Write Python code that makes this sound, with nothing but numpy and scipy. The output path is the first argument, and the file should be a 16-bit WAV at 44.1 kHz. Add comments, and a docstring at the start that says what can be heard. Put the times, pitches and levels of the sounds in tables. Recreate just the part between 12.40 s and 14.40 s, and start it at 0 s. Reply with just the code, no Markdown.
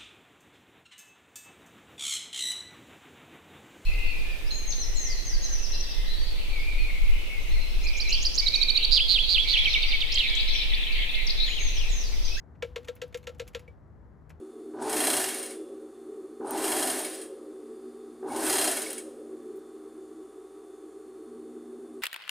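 """A small bird pecks a parked truck's side window eight times, about eight pecks a second, outdoors.
Each peck is a glassy tick (shaped noise and decaying window modes) and a hollow knock (swelling low sines),
with a softer rebound 10 to 21 ms later. Shortly after the last peck comes one light bump of the pane.
Claws and feathers make light ticks and scuffs (grainy noise bursts) between the pecks and after them.
Behind lie a diffuse wash from truck and rocks, a low rumble and a hum of three wavering tones."""
import sys
import numpy as np
from scipy import signal
from scipy.fft import rfft, irfft
from scipy.io import wavfile
from scipy.ndimage import uniform_filter1d

SR = 44100
rng = np.random.default_rng(int(sys.argv[2]) if len(sys.argv) > 2 else 0)


def transcribe(u):
    """Save the signal u as a 16-bit wav file named by the first command-line argument.

    u: samples, shape (n,) or (channels, n), limited to [-1, 1]; the rate is SR.
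    q: integer samples, one column per channel.
    """
    v = np.clip(np.atleast_2d(u).T, -1, 1)
    q = np.round(v * 32767).astype(np.int16)
    wavfile.write(sys.argv[1], SR, q)


N = 88200  # two seconds

HIT_S = 0.4  # length computed for each touch of the window
GLASS_RISE_S = 0.001394
KNOCK_PEAK_S = 0.0083


def amp(db):
    """Decibels to gain."""
    return 10 ** (np.asarray(db) / 20)


def unit(x):
    """Scales to rms 1."""
    return x / np.sqrt(np.mean(x ** 2) + 1e-20)


def read(points, hz):
    """Reads a table on a log-frequency axis."""
    f, value = np.transpose(points)
    return np.interp(np.log(hz + 1), np.log(f + 1), value)


def add(mix, start_s, sound):
    """Adds a sound at a time, cut off at the end of the mix."""
    part = mix[max(round(start_s * SR), 0):][:len(sound)]
    part += sound[:len(part)]


def sine(hz, t):
    """Steady tone that starts at zero phase."""
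    return np.sin(2 * np.pi * hz * t)


def rise(t, rise_s):
    """Straight rise from 0 to 1."""
    return np.minimum(t / rise_s, 1)


def fade(t, t60_s):
    """Exponential decay, 60 dB in t60_s."""
    return np.exp(-np.log(1000) * np.maximum(t, 0) / t60_s)


def tilted(hz, tilt_db):
    """Gain of a slope in dB per octave around 3.5 kHz, level below 1 kHz."""
    return amp(tilt_db * np.log2(np.maximum(hz, 1000) / 3500))


def noise(n, colour, tilt_db=0):
    """Noise of rms 1 with a given colour."""
    hz = np.fft.rfftfreq(n, 1 / SR)
    spectrum = rfft(rng.standard_normal(n)) * amp(read(colour, hz))
    return unit(irfft(spectrum * tilted(hz, tilt_db), n))


def slow(rate_hz):
    """Slow random wander of rms 1."""
    hz = np.fft.rfftfreq(N, 1 / SR)
    return unit(irfft(rfft(rng.standard_normal(N)) * np.exp(-(hz / rate_hz) ** 2), N))


def rumble():
    """Low outdoor air: noise whose left-right likeness depends on frequency."""
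    # colour of the outdoor rumble: pitch_hz, relative level_db
    air_colour = [(20, -33.5), (38, -21), (52, 2), (68, -3), (98, -3.5), (140, -9.5), (200, -16.5),
                  (360, -19.5), (900, -26.5), (1600, -33), (2000, -37.5), (2500, -52), (3500, -57.5),
                  (7000, -59.5), (12000, -60.5), (15000, -74.5)]
    # left-right likeness of the rumble: pitch_hz, shared share of power (0 to 1)
    air_likeness = [(40, 0.36), (200, 0.8), (1500, 0.51), (4000, 1), (15000, 0.17)]
    same = read(air_likeness, np.fft.rfftfreq(N, 1 / SR))
    shared, left, right = (rfft(noise(N, air_colour)) for _ in range(3))
    air = irfft(np.sqrt(same) * shared + np.sqrt(1 - same) * np.array([left, right]), N)
    return amp(-52.5) * air


def hum():
    """Low tones, like a distant engine, that waver in level and drift in pitch; the lowest also swells."""
    # tones of the hum: pitch_hz, level_db (rms, ahead of the swell)
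    hum_tones = [(76, -57), (153, -65.5), (208, -73.5)]
    # swell of the lowest tone: time_s, gain_db
    bass_swell = [(0, -3), (.38, 1.5), (.55, -3), (0.948, 2), (1.091, 5), (1.26, 8.5), (1.45, -4.5),
                  (2, -1)]
    waver, drift_hz = 0.5, 1.8  # rms, as a share of the level and in Hz
    tones = []
    for pitch_hz, level_db in hum_tones:
        level = 1 + waver * slow(rate_hz=6.7)
        phase = 2 * np.pi * np.cumsum(pitch_hz + drift_hz * slow(rate_hz=6.2)) / SR
        tones.append(amp(level_db) * unit(level * np.sin(phase)))
    swell = amp(np.interp(np.arange(N) / SR, *np.transpose(bass_swell)))
    return swell * tones[0] + sum(tones[1:])


def scatter(x):
    """A faint diffuse wash from truck body and rocky slope follows the treble energy, alike on both sides."""
    # colour of the scattered sound: pitch_hz, relative level_db
    wash_colour = [(200, -23), (600, -9), (1500, -0.5), (3000, 2), (4500, -5.5), (7500, -13),
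                   (11000, -11.5), (15000, -21.5)]
    t = np.arange(SR // 2) / SR
    treble = signal.sosfilt(signal.butter(4, 1000, "high", fs=SR, output="sos"), x)
    energy_decay = (rise(t, rise_s=0.0041) * fade(t, t60_s=0.32)) ** 2
    energy = signal.fftconvolve(treble ** 2, energy_decay / energy_decay.sum())[:N]
    level = np.sqrt(abs(energy))
    return amp(-19.5) * level * noise(N, wash_colour)


def glass_ring(t):
    """The window's modes after one light blow; bending waves bring the high ones first."""
    # ringing of the glass: pitch_hz, relative level_db, t60_s
    glass_modes = [(929, -19, .06), (1124, -13, 0.0614), (1345, -8, 0.091), (1601.4, -5.5, 0.069),
                   (1878, -12.5, 0.086), (2140, 0, 0.044), (2220, -8, 0.017), (2567, -7.5, 0.047),
                   (2643, -7, .07), (2848, -3.5, 0.047), (3040, -15.5, 0.061), (3370, -11.5, 0.043),
                   (3520, -2.5, 0.039), (3670, -10, 0.018), (3920, -6, 0.021), (4150, -1, 0.022),
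                   (4266, -5.5, 0.039), (4520, -11.5, .04), (5500, -22, 0.069), (5800, -13, .04),
                   (6320, -11.5, 0.035), (6540, -4.5, 0.028), (6940, -10, 0.063), (7400, -10, .04)]
    travel_s = 0.004  # at 1 kHz, shorter in the treble
    varies_db = 1.5  # each blow lands a little differently and weights the modes anew
    out = np.zeros(len(t))
    for k, (hz, level_db, t60_s) in enumerate(glass_modes):
        age = np.maximum(t - travel_s * 1000 / hz, 0)
        swing = (-1) ** k * sine(hz, age) * rise(age, GLASS_RISE_S)  # neighbours swing in opposite senses
        out += amp(level_db + varies_db * rng.standard_normal()) * fade(age, t60_s) * swing
    return amp(-1.5) * out / 2


def scuffs():
    """Short, grainy touches that stir the glass a little: claws and feathers, and one tick of a rebound."""
    # claw ticks and scuffs; the one at 0.89 s is a bright tick of the sixth peck's rebound:
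    # start_s, level_db, tilt_db per octave, rise_s, glass ringing_db (relative)
    touches = [(.150, -66.5, -8.5, .008, -10.5), (.429, -63.5, 0.5, 0.0025, 2),
               (0.444, -54.5, 0, 0.0055, 3.5), (0.473, -49, -3.5, 0.0066, -14),
               (.553, -43, 19, 0.0016, -24), (0.563, -58, -5, 0.0023, -2.5), (0.677, -59, 11, .002, -17.5),
               (0.724, -57, -3.5, 0.0047, -1.5), (0.772, -47.5, 3, 0.0014, -10),
               (0.828, -61.5, 9, 0.0016, 7), (.839, -58.5, -1, 0.0017, 0), (0.89, -62, 8, 0.0018, -15),
               (.945, -64, -0.5, 0.0044, -5), (0.98, -62, 4, 0.0067, -14), (1.068, -61.5, -5, 0.0059, 3),
               (1.076, -44, 3, 0.0022, -9), (1.132, -58, -2, .004, -7.5), (1.193, -50, 0, 0.001, -17),
               (1.276, -61.5, -4, 0.0058, -5.5), (1.893, -57.5, 2.5, 0.0031, -11),
               (1.903, -50, -5.5, 0.00067, -14)]
    # colour of the brushing: pitch_hz, relative level_db
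    brush_colour = [(300, -7), (1300, -4), (2400, 3.5), (4000, -9.5), (7500, -6), (9200, -1.5),
                    (10800, -6.5), (12300, -6.5), (15500, -11)]
    out, t = np.zeros(N), np.arange(round(HIT_S * SR)) / SR
    for start_s, level_db, tilt_db, rise_s, ring_db in touches:
        flicker_db = unit(uniform_filter1d(rng.standard_normal(len(t)), size=40))  # 1 dB rms
        envelope = unit(amp(flicker_db)) * rise(t, rise_s) * fade(t - rise_s, t60_s=0.053)
        brush = envelope * noise(len(t), brush_colour, tilt_db)
        add(out, start_s, amp(level_db) * (brush + amp(ring_db) * glass_ring(t)))
    return out


def knock(t, hz):
    """The pane's hollow low note swells and dies quickly; a short clack of a second damped mode starts it."""
    swell, early = t / KNOCK_PEAK_S, t / 0.0036  # times relative to the peak of each mode
    clack = amp(-17.5) * early * np.exp(1 - early) * sine(627, t)
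    sharpness = 2.6
    return (swell * np.exp(1 - swell)) ** sharpness * sine(hz, t) + clack


def pecks():
    """The beak hits nearly the same spot each time: crack, glass modes, the pane's knock, then a rebound."""
    # pecks, levels relative: start_s, tick_db, tilt_db per octave, knock_db, knock_hz,
    # rebound_after_s, rebound_db, clink_db
    blows = [(0.223, -33, -3, -26.5, 484, 0.021, -5.5, -33.5),
             (0.3589, -34, -3, -30, 471, 0.019, -6.5, -48), (0.483, -36, -1.5, -31, 491, .0105, -4, -56.5),
             (0.616, -34.5, -1, -31.5, 490, 0.018, -4.5, -60.5),
             (.7436, -35.5, -1, -31.5, 479, .0102, -4.5, -55),
             (0.8695, -35.5, -1.5, -34.5, 493, .0209, -2, -64.5),
             (0.996, -34.5, -1, -31, 488, .0191, -4, -57.5),
             (1.1470, -33.5, -2, -31.5, 486.3, 0.017, -5.5, -50)]
    # colour of the crack of beak on glass: pitch_hz, relative level_db
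    crack_colour = [(200, -2), (330, -6.5), (700, -2), (1150, -6.5), (2200, 2.5), (4000, 4), (4700, -5.5),
                    (7500, -7), (8400, -4), (10500, -12.5), (12300, -10), (15500, -16)]
    # light bump of the pane after the last peck: start_s, knock_db, knock_hz, clink_db
    faint_bump = (1.278, -46.5, 481, -47)
    varies = 0.53  # amplitude of the crack's noise that is new at each peck
    rebound_tick_db, knock_delay_s = -10, 0.0014
    out, t = np.zeros(N), np.arange(round(HIT_S * SR)) / SR
    hz = np.fft.rfftfreq(len(t), 1 / SR)
    spot = noise(len(t), crack_colour)  # common to all pecks
    snap = amp(-3.5) * rise(t, rise_s=0.0013) * fade(t - 0.0031, t60_s=0.059)  # fades from 3.1 ms
    ring = amp(-16) * rise(t, 2 * KNOCK_PEAK_S) * fade(t, t60_s=0.43) * sine(493.3, t)
    # a glass mode that depends on where the beak lands
    clink = rise(t, GLASS_RISE_S) * fade(t, t60_s=0.078) * sine(2290, t)
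    for start_s, tick_db, tilt_db, knock_db, knock_hz, gap_s, rebound_db, clink_db in blows:
        crack = snap * (np.sqrt(1 - varies ** 2) * spot + varies * noise(len(t), crack_colour))
        tick = amp(tick_db) * irfft(rfft(crack + glass_ring(t)) * tilted(hz, tilt_db), len(t))
        note = knock(t, knock_hz)
        add(out, start_s, tick + amp(clink_db) * clink)
        add(out, start_s + knock_delay_s, -amp(knock_db) * (note + ring))
        add(out, start_s + gap_s, amp(rebound_db + rebound_tick_db) * tick)
        add(out, start_s + gap_s + knock_delay_s, -amp(knock_db + rebound_db) * note)
    start_s, knock_db, knock_hz, clink_db = faint_bump
    add(out, start_s, amp(knock_db) * knock(t, knock_hz) + amp(clink_db) * clink)
    return out


def scene():
    """The bird at the window, shifted in phase between the sides, its faint scatter and the background."""
    # phase between the sides: pitch_hz, left_leads_radians
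    left_lead = [(20, 0.5), (780, 0.45), (1120, 1.24), (1460, .5), (2500, 0.25), (7410, 0), (8790, -3),
                 (9560, -2), (10500, -8.5), (11500, -4), (12700, -11), (13700, -10), (14700, -7.5),
                 (16100, -10)]
    bird = pecks() + scuffs()
    lag = np.exp(-1j * read(left_lead, np.fft.rfftfreq(N, 1 / SR)))
    sides = np.array([bird, irfft(rfft(bird) * lag, N)])
    return sides + scatter(bird) + rumble() + hum()


def record(dry):
    """The left microphone hears more of the low range, both ports notch the treble; then the band limit."""
    # level between the microphones: pitch_hz, left_over_right_db
    left_lean = [(60, 2.5), (110, 2), (200, 10), (480, 5), (750, 5), (1300, 6.5), (2400, -0.5),
                 (4400, -0.5), (15000, 0)]
    # colour of the microphone ports: pitch_hz, gain_db
    port_colour = [(7600, 0), (8400, -5), (9200, -12), (10200, -2.5), (12400, 0.5), (13200, -9.5),
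                   (14200, 0)]
    hz = np.fft.rfftfreq(N, 1 / SR)
    lean_db = read(left_lean, hz) / 2  # half up on the left, half down on the right
    heard = irfft(rfft(dry) * amp([lean_db, -lean_db]) * amp(read(port_colour, hz)), N)
    low_pass = signal.firwin(511, 16200, window=("kaiser", 9), fs=SR)
    return signal.oaconvolve(heard, low_pass[None], "same")


dry = scene()
out = record(dry)
transcribe(out)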